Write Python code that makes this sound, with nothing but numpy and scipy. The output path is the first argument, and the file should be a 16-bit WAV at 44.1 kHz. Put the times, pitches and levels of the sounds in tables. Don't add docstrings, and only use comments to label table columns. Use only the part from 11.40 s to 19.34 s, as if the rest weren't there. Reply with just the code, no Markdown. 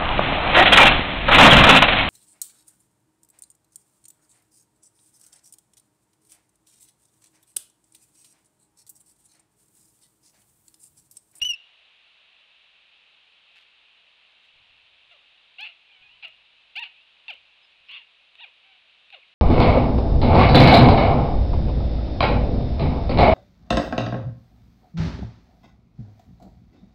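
import sys
import numpy as np
from scipy import signal
from scipy.fft import rfft, irfft
from scipy.io import wavfile
from scipy.ndimage import uniform_filter1d

SR = 44100
rng = np.random.default_rng(int(sys.argv[2]) if len(sys.argv) > 2 else 0)


def persist_wave(psi):
    counts = np.round(np.clip(psi, -1, 1) * 32767).astype(np.int16)
    wavfile.write(sys.argv[1], SR, np.atleast_2d(counts).T)


N = 350154
TIME = np.arange(N) / SR


def chick():
    # (time [s], rise [s], fall [s], start [Hz], crest [Hz], end [Hz], lateness of rise [exponent],
    # attack [s], release after [s], overtones [dB], fundamental [dB], second harmonic re first [dB],
    # bill resonance at crest [dB], dip at crest [dB], roughness [0-1], break after [s])
    chick_calls = [ (3.703, 0.0039, 0.07, 730, 727, 542, 1, 0.011, 0.027, -56, -55, -3, 11, -8, 0.56, 0.086),
                   (4.182, 0.055, 0.037, 657, 874, 696, 1, 0.0066, 0.09, -38.5, -50.5, -2.5, -3, -1.5, 0.094, 0.06),
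                   (4.824, .007, 0.035, 800, 822, 648.3, 0.85, .006, 0.032, -38.5, -49, -2, -7, 2, 0.53, .038),
                   (5.353, 0.057, 0.051, 642.4, 956, 748, 1.2, 0.0074, 0.086, -32.5, -48, -0.5, 8, 16, 0.034, 0.082),
                   (5.880, .004, .054, 894, 909, 535, 1, 0.0027, 0.027, -35.5, -47, -5, -3.5, 0.5, 0.12, 0.039),
                   (6.483, 0.067, .085, 812, 1158, 870, 1, 0.011, .100, -42, -53.5, 3, -4.5, -3, 0.68, 0.063),
                   (6.977, .042, .063, 612, 959, 508, 4.62, 0.032, 0.071, -43.5, -53.5, -1.5, 16, 3.5, 0.23, 0.077),
                   (7.722, .003, .052, 850, 837, 519, 1, 0.0056, .026, -44.5, -46, -7, 1, 2.5, 0.48, 0.037)]
    return bird(chick_calls)


def bird(calls):
    out = np.zeros(N)
    for start, *shape in calls:
        add(out, start, call(shape))
    return out


def call(shape, shimmer_db=3, clean_jitter=.005, rough_jitter=.04, bill_hz=3700, fade_s=.0015):
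    # (frequency [Hz], gain [dB])
    timbre = [(400, -40.5), (800, -27.5), (1200, -21.5), (1700, -22.5), (2050, -13.5), (2450, -5.5),
              (2780, 4.5), (3150, -11.5), (3600, -10), (4300, -19.5), (4800, -29), (5250, -43), (9000, -62)]
    t, hz, overtone_db, fundamental_db, second_db, bill_db, rough = gesture(*shape)
    n = len(t)
    rough = np.clip(rough, .01, .98)
    jitter = (clean_jitter + rough_jitter * rough) * walk(500, n)
    phase = 2 * np.pi * np.cumsum(hz * (1 + jitter)) / SR
    buzz = sum(np.cos(k * phase) * undb(shimmer_db * walk(170, n)) for k in range(3, 8))
    overtones = np.sqrt(1 - rough) * steady(colour(buzz, timbre))
    overtones += rough * steady(colour(rasp(n), timbre))
    resonance = signal.filtfilt(*signal.iirpeak(bill_hz, Q=4.5, fs=SR), overtones)
    overtones = steady(overtones + (undb(bill_db) - 1) * resonance)
    treble = signal.sosfiltfilt(signal.butter(8, 4250, "high", fs=SR, output="sos"), overtones)
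    treble_db = np.clip(1.2 * (np.max(overtone_db) + 30) - .5 * bill_db - 3 * rough, -18, 0)
    overtones += (undb(treble_db) - 1) * treble
    low = np.sqrt(2) * (np.cos(phase) + undb(second_db) * np.cos(2 * phase))
    low *= 1 + .5 * rough * walk(300, n)
    fade = ramp(np.minimum(t, t[-1] - t) / fade_s)
    return fade * (undb(overtone_db) * overtones + undb(fundamental_db) * low)


def gesture(rise_s, fall_s, start_hz, crest_hz, end_hz, lateness, attack_s, hold_s,
            overtone_db, fundamental_db, second_db, open_db, pinch_db, hoarseness, break_s):
    onset_rough, clearing_s, broken_rough, breaking_s, relaxing_s = .7, .008, .8, .008, .1
    strain_db, waver_db, rough_loss_db, bill_rest_db = 4, .76, 14.5, -8
    drop_db, drop_s, tail_s, fundamental_lag_s = 6.5, .007, .042, .0087
    overtone_db_per_s, fundamental_db_per_s = 263, 251.5
    t = np.arange(0, hold_s + tail_s, 1 / SR)
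    released_s = np.maximum(t - hold_s, 0)
    hz = arch(t, rise_s, fall_s, start_hz, crest_hz, end_hz, lateness)
    rough = hoarseness + (onset_rough - hoarseness) * np.exp(-t / clearing_s)
    rough += (broken_rough - rough) * ramp((t - break_s) / breaking_s + .5)
    rough *= np.exp(-released_s / relaxing_s)
    effort_db = strain_db * bump(t, break_s - .01, width_s=.005)
    effort_db -= pinch_db * bump(t, rise_s, width_s=.011)
    attack_db = swell_db(t, attack_s)
    release_db = drop_db * ramp(released_s / drop_s) + overtone_db_per_s * released_s
    upper_db = overtone_db + attack_db + effort_db - release_db + waver_db * walk(110, len(t))
    lower_db = fundamental_db + attack_db + swell_db(t, attack_s + fundamental_lag_s)
    lower_db -= fundamental_db_per_s * released_s + rough_loss_db * rough
    bill_db = bill_rest_db + (open_db - bill_rest_db) * bump(t, rise_s, width_s=.022)
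    return t, hz, upper_db, lower_db, second_db, bill_db, rough


def rasp(n, rate_hz=380, spread=.28, scatter_db=3, air_db=-13):
    gap_draw, level_draw = rng.standard_normal((200, 2)).T
    at = np.cumsum(SR / rate_hz * np.exp(spread * gap_draw)).astype(int)
    slaps = np.zeros(n)
    slaps[at[at < n]] = undb(scatter_db * level_draw[at < n])
    return unit(slaps) + undb(air_db) * rng.standard_normal(n)


def whistle(jitter=.0025, brightening=.26, full_db=-24, air_db=-34, thump_db=-14, flutter_db=-44):
    # (time [s], rise [s], fall [s], start [Hz], crest [Hz], end [Hz])
    contour = (.011, .052, .095, 2740, 2984, 2670)
    # (multiple [1], level [dB])
    harmonics = [(1, -1), (2, -13.5), (3, -31), (4, -32), (5, -45)]
    # (time [s], length [s], level [dB])
    surges = [(.015, 0.026, -20.5), (0.042, 0.042, -23), (0.0836, 0.043, -22.5), (0.1339, 0.0083, -27.5),
              (0.142, 0.0083, -33)]
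    skew, roundness, air_fade_s, thump_fade_s = .86, .6, .06, .096
    start, rise_s, fall_s, *pitches = contour
    t = TIME[TIME < start + rise_s + fall_s]
    hz = arch(t - start, rise_s, fall_s, *pitches)
    envelope = sum(undb(db) * np.sin(np.pi * ramp((t - s) / length) ** skew) ** roundness
                   for s, length, db in surges)
    envelope = np.abs(uniform_filter1d(envelope, size=130))
    phase = 2 * np.pi * np.cumsum(hz * (1 + jitter * walk(910, len(t)))) / SR
    strength = (envelope / undb(full_db)) ** brightening
    note = sum(undb(db) * strength ** (k - 1) * np.sin(k * phase) for k, db in harmonics)
    air = undb(air_db) * rng.standard_normal(len(t)) * np.exp(-t / air_fade_s)
    flutter_spectrum = [(60, -12), (150, -2), (280, -11.5), (450, -21), (1500, -47)]
    flutter = undb(flutter_db) * unit(colour(rng.standard_normal(len(t)), flutter_spectrum))
    thump = undb(thump_db) * np.exp(-t / thump_fade_s)
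    out = np.zeros(N)
    add(out, 0, (np.sqrt(2) * (note + air) + flutter + thump) * envelope)
    return signal.sosfilt(signal.butter(1, 70, "high", fs=SR, output="sos"), out)


def bill_snaps():
    # (time [s], peak level [dB])
    snaps = [(5.8815, -33), (6.9542, -38), (7.7035, -37.5), (7.727, -39)]
    # (frequency [Hz], level [dB], time to fall 60 dB [s])
    modes = [(1900, -30, .008), (2570, 5, .014), (2800, -1, 0.026), (3620, 0, 0.014), (4100, -23, .006)]
    horn_response = [(400, -14.5), (1800, -5), (4100, 2), (5500, -15), (10000, -4), (13000, -14)]
    out, t = np.zeros(N), TIME[:SR // 20]
    for s, peak_db in snaps:
        detunings = 1 + .02 * rng.standard_normal(len(modes))
        ring = sum(undb(db - 60 * t / t60) * np.sin(2 * np.pi * hz * detuning * t)
                   for (hz, db, t60), detuning in zip(modes, detunings))
        ring = colour(ring, horn_response)
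        add(out, s, undb(peak_db) * ring / np.abs(ring).max())
    return out


def ticks(gap_s=.032, knock_db=-54, knock_s=.00022, knock_hz=180):
    # (time [s], first level [dB], second level [dB])
    pairs = [(0.019, -20, -22.5), (4.2093, -31.5, -45), (4.851, -43, -43.5), (5.3634, -32.5, -31.5),
             (5.9078, -40, -44), (6.5155, -44, -51)]
    # (frequency [Hz], gain [dB])
    timbre = [(60, -4.5), (400, -4), (1500, 4.5), (2800, 22.5), (4500, 10.5), (9000, -2.5), (15000, -5.5)]
    out, t = np.zeros(N), TIME[:SR // 100]
    impulse = t == 0
    knock = undb(knock_db) * t / knock_s * np.exp(1 - t / knock_s) * np.cos(2 * np.pi * knock_hz * t)
    for s, first_db, second_db in pairs:
        add(out, s, undb(first_db) * impulse + knock)
        add(out, s + gap_s, -undb(second_db) * impulse - knock)
    return colour(out, timbre)


def rustles(grain_db=4):
    # (time [s], level [dB], half-width [s])
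    swells = [(2.172, -52.5, 0.016), (2.217, -58, 0.016), (3.05, -62, 0.023), (3.727, -66, .014)]
    spectrum = [(400, -23.5), (1500, -5.5), (2800, 5.5), (4000, -1),
                (5500, -17), (12000, -30), (15000, -52)]
    grains = rng.standard_normal(N) * undb(grain_db * rng.exponential(size=N))
    envelope = sum(undb(db) * bump(TIME, s, width_s) for s, db, width_s in swells)
    return unit(colour(grains, spectrum)) * envelope


def far_bird():
    far_calls = [ (4.480, 0.019, 0.093, 800, 814, 744, 1, 0.019, 0.15, -62, -76, 1.5, 4, -3.5, .1, .160),
                 (4.615, 0.033, 0.037, 790, 843, 814, 1.2, .020, .055, -54.5, -73.5, 2, -9, 4, .08, 0.12),
                 (4.690, .072, 0.029, 905, 1020, 956, 1.5, 0.0059, .085, -56, -77, 2, 0, 17, 0.072, 0.16),
                 (5.540, 0.13, .030, 760, 962, 950, 1, 0.023, 0.091, -59, -82, -8, 3, 2, 0.099, .130),
                 (7.200, 0.077, 0.077, 656, 780, 737, 1.8, 0.043, 0.16, -61, -67.5, -4, 0, 5, 0.41, .190)]
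    return bird(far_calls)


def falling_tones(waver=.014):
    # (time [s], start [Hz], end [Hz], level [dB], length [s])
    tones = [(4.492, 3180, 2900, -60, 0.11), (6.215, 5170, 4970, -69, 0.059), (6.47, 5380, 5220, -74, .035),
             (7.811, 2790, 1950, -55, 0.0366)]
    out = np.zeros(N)
    for s, start_hz, end_hz, db, length in tones:
        n = int(length * SR)
        hz = np.linspace(start_hz, end_hz, n) * (1 + waver * walk(280, n))
        phase = 2 * np.pi * np.cumsum(hz) / SR
        add(out, s, undb(db) * np.sqrt(2) * np.hanning(n) * np.sin(phase))
    return out


def wind(level_db=-58.5, swell_db=.2, flicker_db=.3):
    # (frequency [Hz], relative spectral density [dB])
    outline = [(30, -24), (110, -23.5), (330, -21), (650, -12.5), (1500, -12.5), (2050, -9), (2650, 1.5),
               (3300, -3.5), (3850, -5), (4500, -16), (5500, -28.5), (8000, -36), (10800, -39),
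               (12000, -61)]
    outline_hz, outline_db = np.transpose(outline)
    hz = np.fft.rfftfreq(N, 1 / SR) + 1
    spectrum = rfft(rng.standard_normal(N)) * undb(np.interp(np.log(hz), np.log(outline_hz), outline_db))
    band = np.clip(np.floor(2 * np.log2(hz / 250)), 0, 11)
    hiss = sum(irfft(spectrum * (band == k), N) * undb(flicker_db * walk(12, N)) for k in np.unique(band))
    return unit(hiss) * undb(level_db + swell_db * walk(2.8, N))


def rumble(rise_s=.063, waver_db=2):
    # (peak time [s], level [dB], decay [dB/s])
    buffets = [(3.179, -76.5, 18), (4.62, -72.5, 110), (4.76, -80, 22), (5.90, -86, 21), (6.11, -86, 119),
               (6.42, -79, 195)]
    spectrum = [(25, .5), (60, -2), (115, 0), (200, -11), (400, -24), (1000, -50)]
    eddies = unit(colour(rng.standard_normal(N), spectrum, size=4096))
    force = sum(ramp((TIME - s) / rise_s + 1) * undb(db - decay * np.maximum(TIME - s, 0))
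                for s, db, decay in buffets)
    return eddies * force * undb(waver_db * walk(25, N))


def mains_hum():
    # (frequency [Hz], level [dB])
    partials = [(60, -90), (180, -94)]
    return sum(np.sqrt(2) * undb(db) * np.sin(2 * np.pi * hz * TIME) for hz, db in partials)


def surroundings(x, echo_db, scatter_db, t60=.31):
    # (delay [s], relative level [dB])
    echoes = [(.0052, -15.5), (0.022, -14.5), (0.049, -23.5), (0.07, -29.5), (.094, -35)]
    timbre = [(300, -6.5), (800, -1.5), (3000, 4), (4300, 1.5), (5600, -14), (12000, -25)]
    t = TIME[:SR // 2]
    tail = rng.standard_normal(len(t)) * undb(-60 * t / t60) * ramp(t / .015)
    response = undb(scatter_db) * tail / np.sqrt(np.sum(tail ** 2))
    for delay, db in echoes:
        add(response, delay, undb([echo_db + db]))
    return x + signal.fftconvolve(x, colour(response, timbre))[:N]


def arch(t, rise_s, fall_s, start_hz, crest_hz, end_hz, lateness=1):
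    up = np.sin(np.pi / 2 * ramp(t / rise_s)) ** lateness
    down = np.sin(np.pi / 2 * ramp((t - rise_s) / fall_s)) ** 2
    return start_hz + (crest_hz - start_hz) * up + (end_hz - crest_hz) * down


def colour(x, points, size=1024):
    hz, db = np.transpose(points)
    bin_hz = np.fft.rfftfreq(size, 1 / SR) + 1
    gain = undb(np.interp(np.log(bin_hz), np.log(hz), db))
    cepstrum = irfft(np.log(gain))
    cepstrum[1:size // 2] *= 2
    cepstrum[size // 2 + 1:] = 0
    return signal.fftconvolve(x, irfft(np.exp(rfft(cepstrum))))[:len(x)]


def walk(rate_hz, n):
    step = max(int(SR / rate_hz), 1)
    stairs = np.repeat(rng.standard_normal(n // step + 1), step)
    return unit(uniform_filter1d(stairs, step))[:n]


def steady(x, size=350):
    return x / np.sqrt(np.abs(uniform_filter1d(x ** 2, size)) + 1e-3 * np.mean(x ** 2))


def bump(t, centre_s, width_s):
    return np.exp(-((t - centre_s) / width_s) ** 2)


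def swell_db(t, length_s):
    return 20 * np.log10(ramp((t + 1 / SR) / length_s))


def ramp(x):
    return np.clip(x, 0, 1)


def undb(db):
    return 10 ** (np.asarray(db) / 20)


def unit(x):
    return x / np.sqrt(np.mean(x ** 2) + 1e-20)


def add(out, s, x):
    i = max(int(s * SR), 0)
    out[i:i + len(x)] += x[:len(out) - i]


def scene():
    near = surroundings(chick() + bill_snaps() + rustles(), echo_db=-3, scatter_db=-15)
    far = surroundings(far_bird() + falling_tones(), echo_db=-2, scatter_db=-18)
    whistler = surroundings(whistle(), echo_db=-7, scatter_db=-22, t60=.49)
    return (near + far + whistler + ticks() + wind() + rumble() + mains_hum())[None]


def record(dry, top_hz=15400):
    return signal.sosfilt(signal.ellip(8, .2, 70, top_hz, fs=SR, output="sos"), dry)


dry = scene()
out = record(dry)
persist_wave(out)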